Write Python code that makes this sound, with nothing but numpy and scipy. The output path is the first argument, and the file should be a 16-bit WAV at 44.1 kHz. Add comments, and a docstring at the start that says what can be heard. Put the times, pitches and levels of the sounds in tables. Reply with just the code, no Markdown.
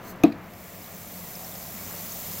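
"""A bath bomb fizzes in a plastic bowl of water: countless tiny bubbles burst at the surface,
building steadily, with a few larger pings and a low gurgle. At the start it hisses as it gets wet,
sinks with the plop of a collapsing air pocket, knocks the bowl and settles.
A small room rings briefly after the plop and rumbles softly throughout."""
import sys
import numpy as np
from scipy import signal
from scipy.fft import rfft, irfft
from scipy.io import wavfile

SR = 44100
rng = np.random.default_rng(int(sys.argv[2]) if len(sys.argv) > 2 else 0)


def dump_mix(stems):
    """Bounce the given channels to the path in sys.argv[1] as a 16-bit WAV at rate SR."""
    frames = np.atleast_2d(stems).T  # one column per channel
    limited = np.clip(frames, -1, 1)  # hard clip at full scale
    pcm = np.round(limited * 32767).astype(np.int16)
    wavfile.write(sys.argv[1], SR, pcm)


N = 105840

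# room noise spectrum (frequency [Hz], gain [dB])
RUMBLE_SPECTRUM = [(20, -12), (60, -3), (130, -2.5), (240, -4), (400, -6), (560, -4), (850, -10),
                   (1100, -7), (1500, -12.5), (2200, -10), (3000, -18.5), (6000, -29), (10000, -42),
                   (16000, -49)]
# room drones (frequency [Hz], half-width [Hz], level [dB])
ROOM_DRONES = [(98.3, 9.6, -55), (177, 14.5, -50), (209.3, 24, -56)]
# room noise envelope (time [s], gain [dB])
RUMBLE_ENVELOPE = [(0, 0), (.4, -2), (.7, -.5), (1.0, -.5), (1.6, 0), (1.93, 3.5), (2.14, 0), (2.28, 2.5),
                   (2.4, 1.5)]
# low room resonances (frequency [Hz], level [dB], T60 [s])
ROOM_RESONANCES = [(225.7, -18, 0.18), (287.5, -16.5, 0.2), (333, -27, 0.29), (353, -45.5, 0.55),
                   (463, -33, .2), (493, -43, .2), (641, -47, 0.13), (666, -35.5, 0.26), (740, -46, 0.15)]
# diffuse echo spectrum (frequency [Hz], gain [dB])
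ECHO_SPECTRUM = [(50, -23), (120, -7), (200, 8.5), (380, 0.5), (680, 7.5), (850, 4), (1250, -6.5),
                 (1700, -9), (2550, -8), (3000, -16.5), (3900, -13), (5000, -24.5), (9000, -37),
                 (14000, -32)]
# stirred water spectrum (frequency [Hz], gain [dB])
STIR_SPECTRUM = [(60, -2), (120, 9.5), (300, 2.5), (1000, -1.5), (1800, -5.5), (3000, -24), (8000, -55)]
# gurgle envelope (time [s], level [dB])
GURGLE_ENVELOPE = [(0, -62), (.6, -55), (.85, -55), (1.28, -55), (1.44, -45.5), (1.62, -51.5), (1.75, -55),
                   (2.05, -50), (2.4, -58)]
# bowl modes (frequency [Hz], level [dB], T60 [s], rise [s])
BOWL_MODES = [(183.5, -17.5, 0.15, 0.0054), (472, -14.5, 0.058, 0.0019), (574, -16, 0.046, 0.006),
              (694, -8.5, 0.064, 0.0064), (1161, -23.5, 0.048, 0.0059), (1228, -17.5, 0.04, 0.0058),
              (1297, -44, 0.21, 0.0064), (2511, -16.5, 0.036, 0.0016), (2570, -45, 0.015, 0.0011),
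              (3550, -24, 0.017, 0.0002), (6240, -21.5, 0.008, 0.0008)]
# impact tick spectrum (frequency [Hz], gain [dB])
TICK_SPECTRUM = [(100, -20), (400, 9), (1200, 0.5), (2500, 8), (3600, -12), (4500, -6.5), (6500, 2),
                 (9000, -10), (12500, -0.5), (16000, -2)]
# settling clack spectrum (frequency [Hz], gain [dB])
CLACK_SPECTRUM = [(500, -19), (1200, -13), (1750, -2), (2100, -7), (2600, 11), (3100, -26), (3700, -3),
                  (4850, -2), (5300, -22), (6200, -18), (9000, -27), (12000, -16), (16000, -26)]
# single larger bubbles (time [s], pitch [Hz], level [dB])
PING_EVENTS = [(.818, 4950, -42.5), (.842, 3840, -43.5), (.876, 3400, -42.5), (.968, 3720, -44),
               (1.201, 7540, -36), (1.354, 5260, -33), (1.446, 5555, -35), (1.522, 3620, -43),
               (1.555, 5100, -37), (1.854, 5830, -34.5), (2.113, 4400, -36), (2.120, 6440, -28),
               (2.200, 6980, -29.5), (2.309, 1780, -55), (2.318, 5125, -41)]
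# wetting hiss spectrum (frequency [Hz], gain [dB])
WETTING_SPECTRUM = [(1500, -7), (3000, -18), (4300, 1), (5300, -8.5), (6400, 4), (7000, -6), (7700, -1),
                    (9000, -10), (12000, -1.5), (14500, 6), (16000, 1.5)]
# crackles of the first gas (time [s], level [dB])
CRACKLE_EVENTS = [(.443, -36.5), (.537, -34)]
# fizz envelope (time [s], relative level [dB])
FIZZ_ENVELOPE = [(0, -61), (.17, -61), (.35, -65), (.48, -57.5), (.6, -50), (.75, -46.5), (1.05, -44.3),
                 (1.3, -42), (1.65, -41), (2.0, -38.5), (2.4, -36.3)]
# bursting bubble spectrum (frequency [Hz], gain [dB])
FIZZ_SPECTRUM = [(300, -30), (1100, -9), (1600, -17), (2400, -10.5), (3300, -6), (5000, -5), (7200, -1),
                 (9000, -6), (11000, -2), (13500, 5), (15600, 4), (17000, -4)]
# fizz width, side over mid (frequency [Hz], gain [dB])
FIZZ_WIDTH = [(1000, -10), (2400, -22), (4400, -14), (8200, -5), (10500, -9), (12000, -21), (16000, -26)]
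# water, bowl and room balance, left over right (frequency [Hz], gain [dB])
LEFT_BALANCE = [(40, 2), (120, 3), (300, 2), (600, 1.5), (1200, 1.5), (2400, -.6), (4500, -2), (8000, .6),
                (13000, 0)]


def undb(db):
    """Decibels to gain."""
    return 10 ** (np.asarray(db) / 20)


def unit(x):
    """Scale to rms 1."""
    return x / np.sqrt(np.mean(x ** 2) + 1e-20)


def since(start_s):
    """Seconds since start_s, zero before."""
    return np.maximum(np.arange(N) / SR - start_s, 0)


def curve(envelope):
    """Gain along (time [s], level [dB])."""
    return undb(np.interp(since(0), *np.array(envelope).T))


def fade(t, t60):
    """Exponential decay, -60 dB at t60."""
    return np.exp(-np.log(1000) * t / t60)


def ramp(t, length):
    """Smooth rise from 0 to 1."""
    return np.sin(np.pi / 2 * np.clip(t / length, 0, 1)) ** 2


def colour(x, spectrum):
    """Filter by (frequency [Hz], gain [dB])."""
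    hz, db = np.array(spectrum).T
    bins_hz = np.maximum(np.fft.rfftfreq(N, 1 / SR), 1)
    return irfft(rfft(x) * undb(np.interp(np.log(bins_hz), np.log(hz), db)), N)


def noise(spectrum):
    """Coloured noise, rms 1."""
    return unit(colour(rng.standard_normal(N), spectrum))


def stereo(mid, side):
    """Mid/side to left/right."""
    return np.array([mid + side, mid - side])


def ring(t, hz, t60_s, rise_s):
    """One mode: builds up, dies away."""
    return np.sin(2 * np.pi * hz * t) * ramp(t, rise_s) * fade(t, t60_s)


def bubbles(per_s, centre_hz, spread_oct, cycles, spread_db, glide):
    """Random bubbles, each a short ring rising in pitch; returns mid (rms 1) and side."""
    out = np.zeros((2, N))
    draws = np.random.default_rng(rng.integers(2 ** 31)).random((int(per_s * N / SR), 5))
    for when, pitch_a, pitch_b, size, pan in draws:
        hz = min(centre_hz * 2 ** (spread_oct * (pitch_a + pitch_b - 1)), SR / 3)
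        start = int(when * N)
        t = np.arange(min(int(cycles / hz * SR), N - start)) / SR
        age = t * hz / cycles
        gain = undb(-spread_db * np.log(max(size, .02)))
        tone = np.sin(2 * np.pi * hz * t * (1 + glide * age / 2))
        bubble = gain * tone * fade(age, 1) * ramp(t * hz, 1)
        out[:, start:start + len(t)] += bubble, bubble * (2 * pan - 1)
    return out / np.sqrt(np.mean(out[0] ** 2))


def rumble(noise_db=-46.5):
    """Low room noise with narrow, wavering drones."""
    bins_hz = np.fft.rfftfreq(N, 1 / SR)
    drones = np.zeros(N)
    for hz, width_hz, db in ROOM_DRONES:
        resonance = 1 / (1 + ((bins_hz - hz) / width_hz) ** 2)
        drones += undb(db) * unit(irfft(rfft(rng.standard_normal(N)) * resonance, N))
    return undb(noise_db) * noise(RUMBLE_SPECTRUM) + drones


def room_ring(plop_s, delay_s=.021, echo_db=-23, echo_t60_s=.18):
    """The room answers the plop: diffuse echo, then low resonances."""
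    t, late = since(plop_s), since(plop_s + delay_s)
    modes = sum(undb(db) * ring(late, hz, t60_s, rise_s=.0072) for hz, db, t60_s in ROOM_RESONANCES)
    return modes + undb(echo_db) * ramp(t, .001) * fade(t, echo_t60_s) * noise(ECHO_SPECTRUM)


def water(stir_db=-43.5, let_go_s=.313, calm_s=.34):
    """Large bubbles gurgle around the bomb; the hand stirs the water until it lets go."""
    mid, side = curve(GURGLE_ENVELOPE) * bubbles(
        per_s=420, centre_hz=680, spread_oct=.24, cycles=36, spread_db=2, glide=.06)
    stir = undb(stir_db) * (1 - ramp(since(let_go_s), calm_s)) * noise(STIR_SPECTRUM)
    return stereo(mid + stir, .28 * side)


def knocks(strike_s=.2358, tick_db=-21, settle_s=.3195, clack_db=-31):
    """The bomb strikes the water-damped bowl with a gritty tick, then settles with a soft clack."""
    t, later = since(strike_s), since(settle_s)
    tick = undb(tick_db) * noise(TICK_SPECTRUM) * ramp(t, .00085) * fade(t, t60=.018)
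    clack = undb(clack_db) * noise(CLACK_SPECTRUM) * ramp(later, .007) * fade(later, t60=.032)
    bowl = sum(undb(db) * ring(t, hz, t60_s, rise_s) for hz, db, t60_s, rise_s in BOWL_MODES)
    return tick + clack + bowl


def plop(start_s, hz=316, sag_hz_per_s=730, level_db=-2.5):
    """The air pocket behind the bomb throbs for a few cycles, sags in pitch and closes."""
    attack_s, hold_s, release_s = .0056, .0086, .0089
    t = since(start_s)
    closing = 1 - ramp(t - attack_s - hold_s, release_s)
    envelope = ramp(t, attack_s) * fade(t, t60=.25) * closing
    return undb(level_db) * envelope * np.sin(2 * np.pi * (hz * t - sag_hz_per_s * t ** 2 / 2))


def pings():
    """Single larger bubbles ring out above the fizz."""
    return sum(undb(db) * ring(since(start_s), hz, t60_s=.02, rise_s=.00071)
               for start_s, hz, db in PING_EVENTS)


def crackles(rise_s=.00021, t60_s=.0025):
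    """Sharp bursts as the first gas surfaces."""
    envelope = sum(undb(db) * ramp(since(start_s), rise_s) * fade(since(start_s), t60_s)
                   for start_s, db in CRACKLE_EVENTS)
    return noise(FIZZ_SPECTRUM) * envelope


def bursts(spectrum, flow, full_flow_per_s=28000, spread_db=3.5):
    """Clicks of bursting bubbles, a few much larger; density follows flow (0-1), rms 1."""
    size = undb(spread_db * np.minimum(rng.exponential(size=N), 5))
    fires = rng.random(N) < flow * full_flow_per_s / SR
    clicks = fires * size * rng.choice([-1, 1], N)
    return unit(colour(clicks / np.sqrt(flow), spectrum))


def wetting(peak_s=.1, rise_s=.058, fall_s=.026, level_db=-43.5):
    """Brief hiss as the bomb gets wet."""
    t = since(0) - peak_s
    envelope = np.exp(-(t / np.where(t < 0, rise_s, fall_s)) ** 2)
    return undb(level_db) * envelope * bursts(WETTING_SPECTRUM, flow=1)


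def fizz(trim_db=1, ringing_db=-17.5):
    """After the wetting hiss, gas surfaces ever faster: dense bursts, faint ringing bubbles."""
    gas = undb(trim_db) * curve(FIZZ_ENVELOPE)
    flow = np.sqrt(gas / gas.max())
    mid, side = (gas * bursts(FIZZ_SPECTRUM, flow) + wetting() for _ in range(2))
    mid += crackles()
    ringing_mid, ringing_side = gas * undb(ringing_db) * bubbles(
        per_s=300, centre_hz=6210, spread_oct=.663, cycles=120, spread_db=3.2, glide=.12)
    return stereo(mid + ringing_mid, colour(side, FIZZ_WIDTH) + .5 * ringing_side)


def scene(plop_s=.2378, room_side_db=-28.5):
    """Plop, knocks, water and room lean slightly left; fizz and pings are central."""
    room = curve(RUMBLE_ENVELOPE) * stereo(rumble(), undb(room_side_db) * rumble())
    left, right = plop(plop_s) + knocks() + room_ring(plop_s) + water() + room
    left = colour(left, [(hz, db / 2) for hz, db in LEFT_BALANCE])
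    right = colour(right, [(hz, -db / 2) for hz, db in LEFT_BALANCE])
    return np.array([left, right]) + fizz() + pings()


def record(dry, cutoff_hz=15800):
    """Steep low-pass."""
    return signal.sosfilt(signal.ellip(12, .2, 80, cutoff_hz, fs=SR, output="sos"), dry)


dry = scene()
out = record(dry)
dump_mix(out)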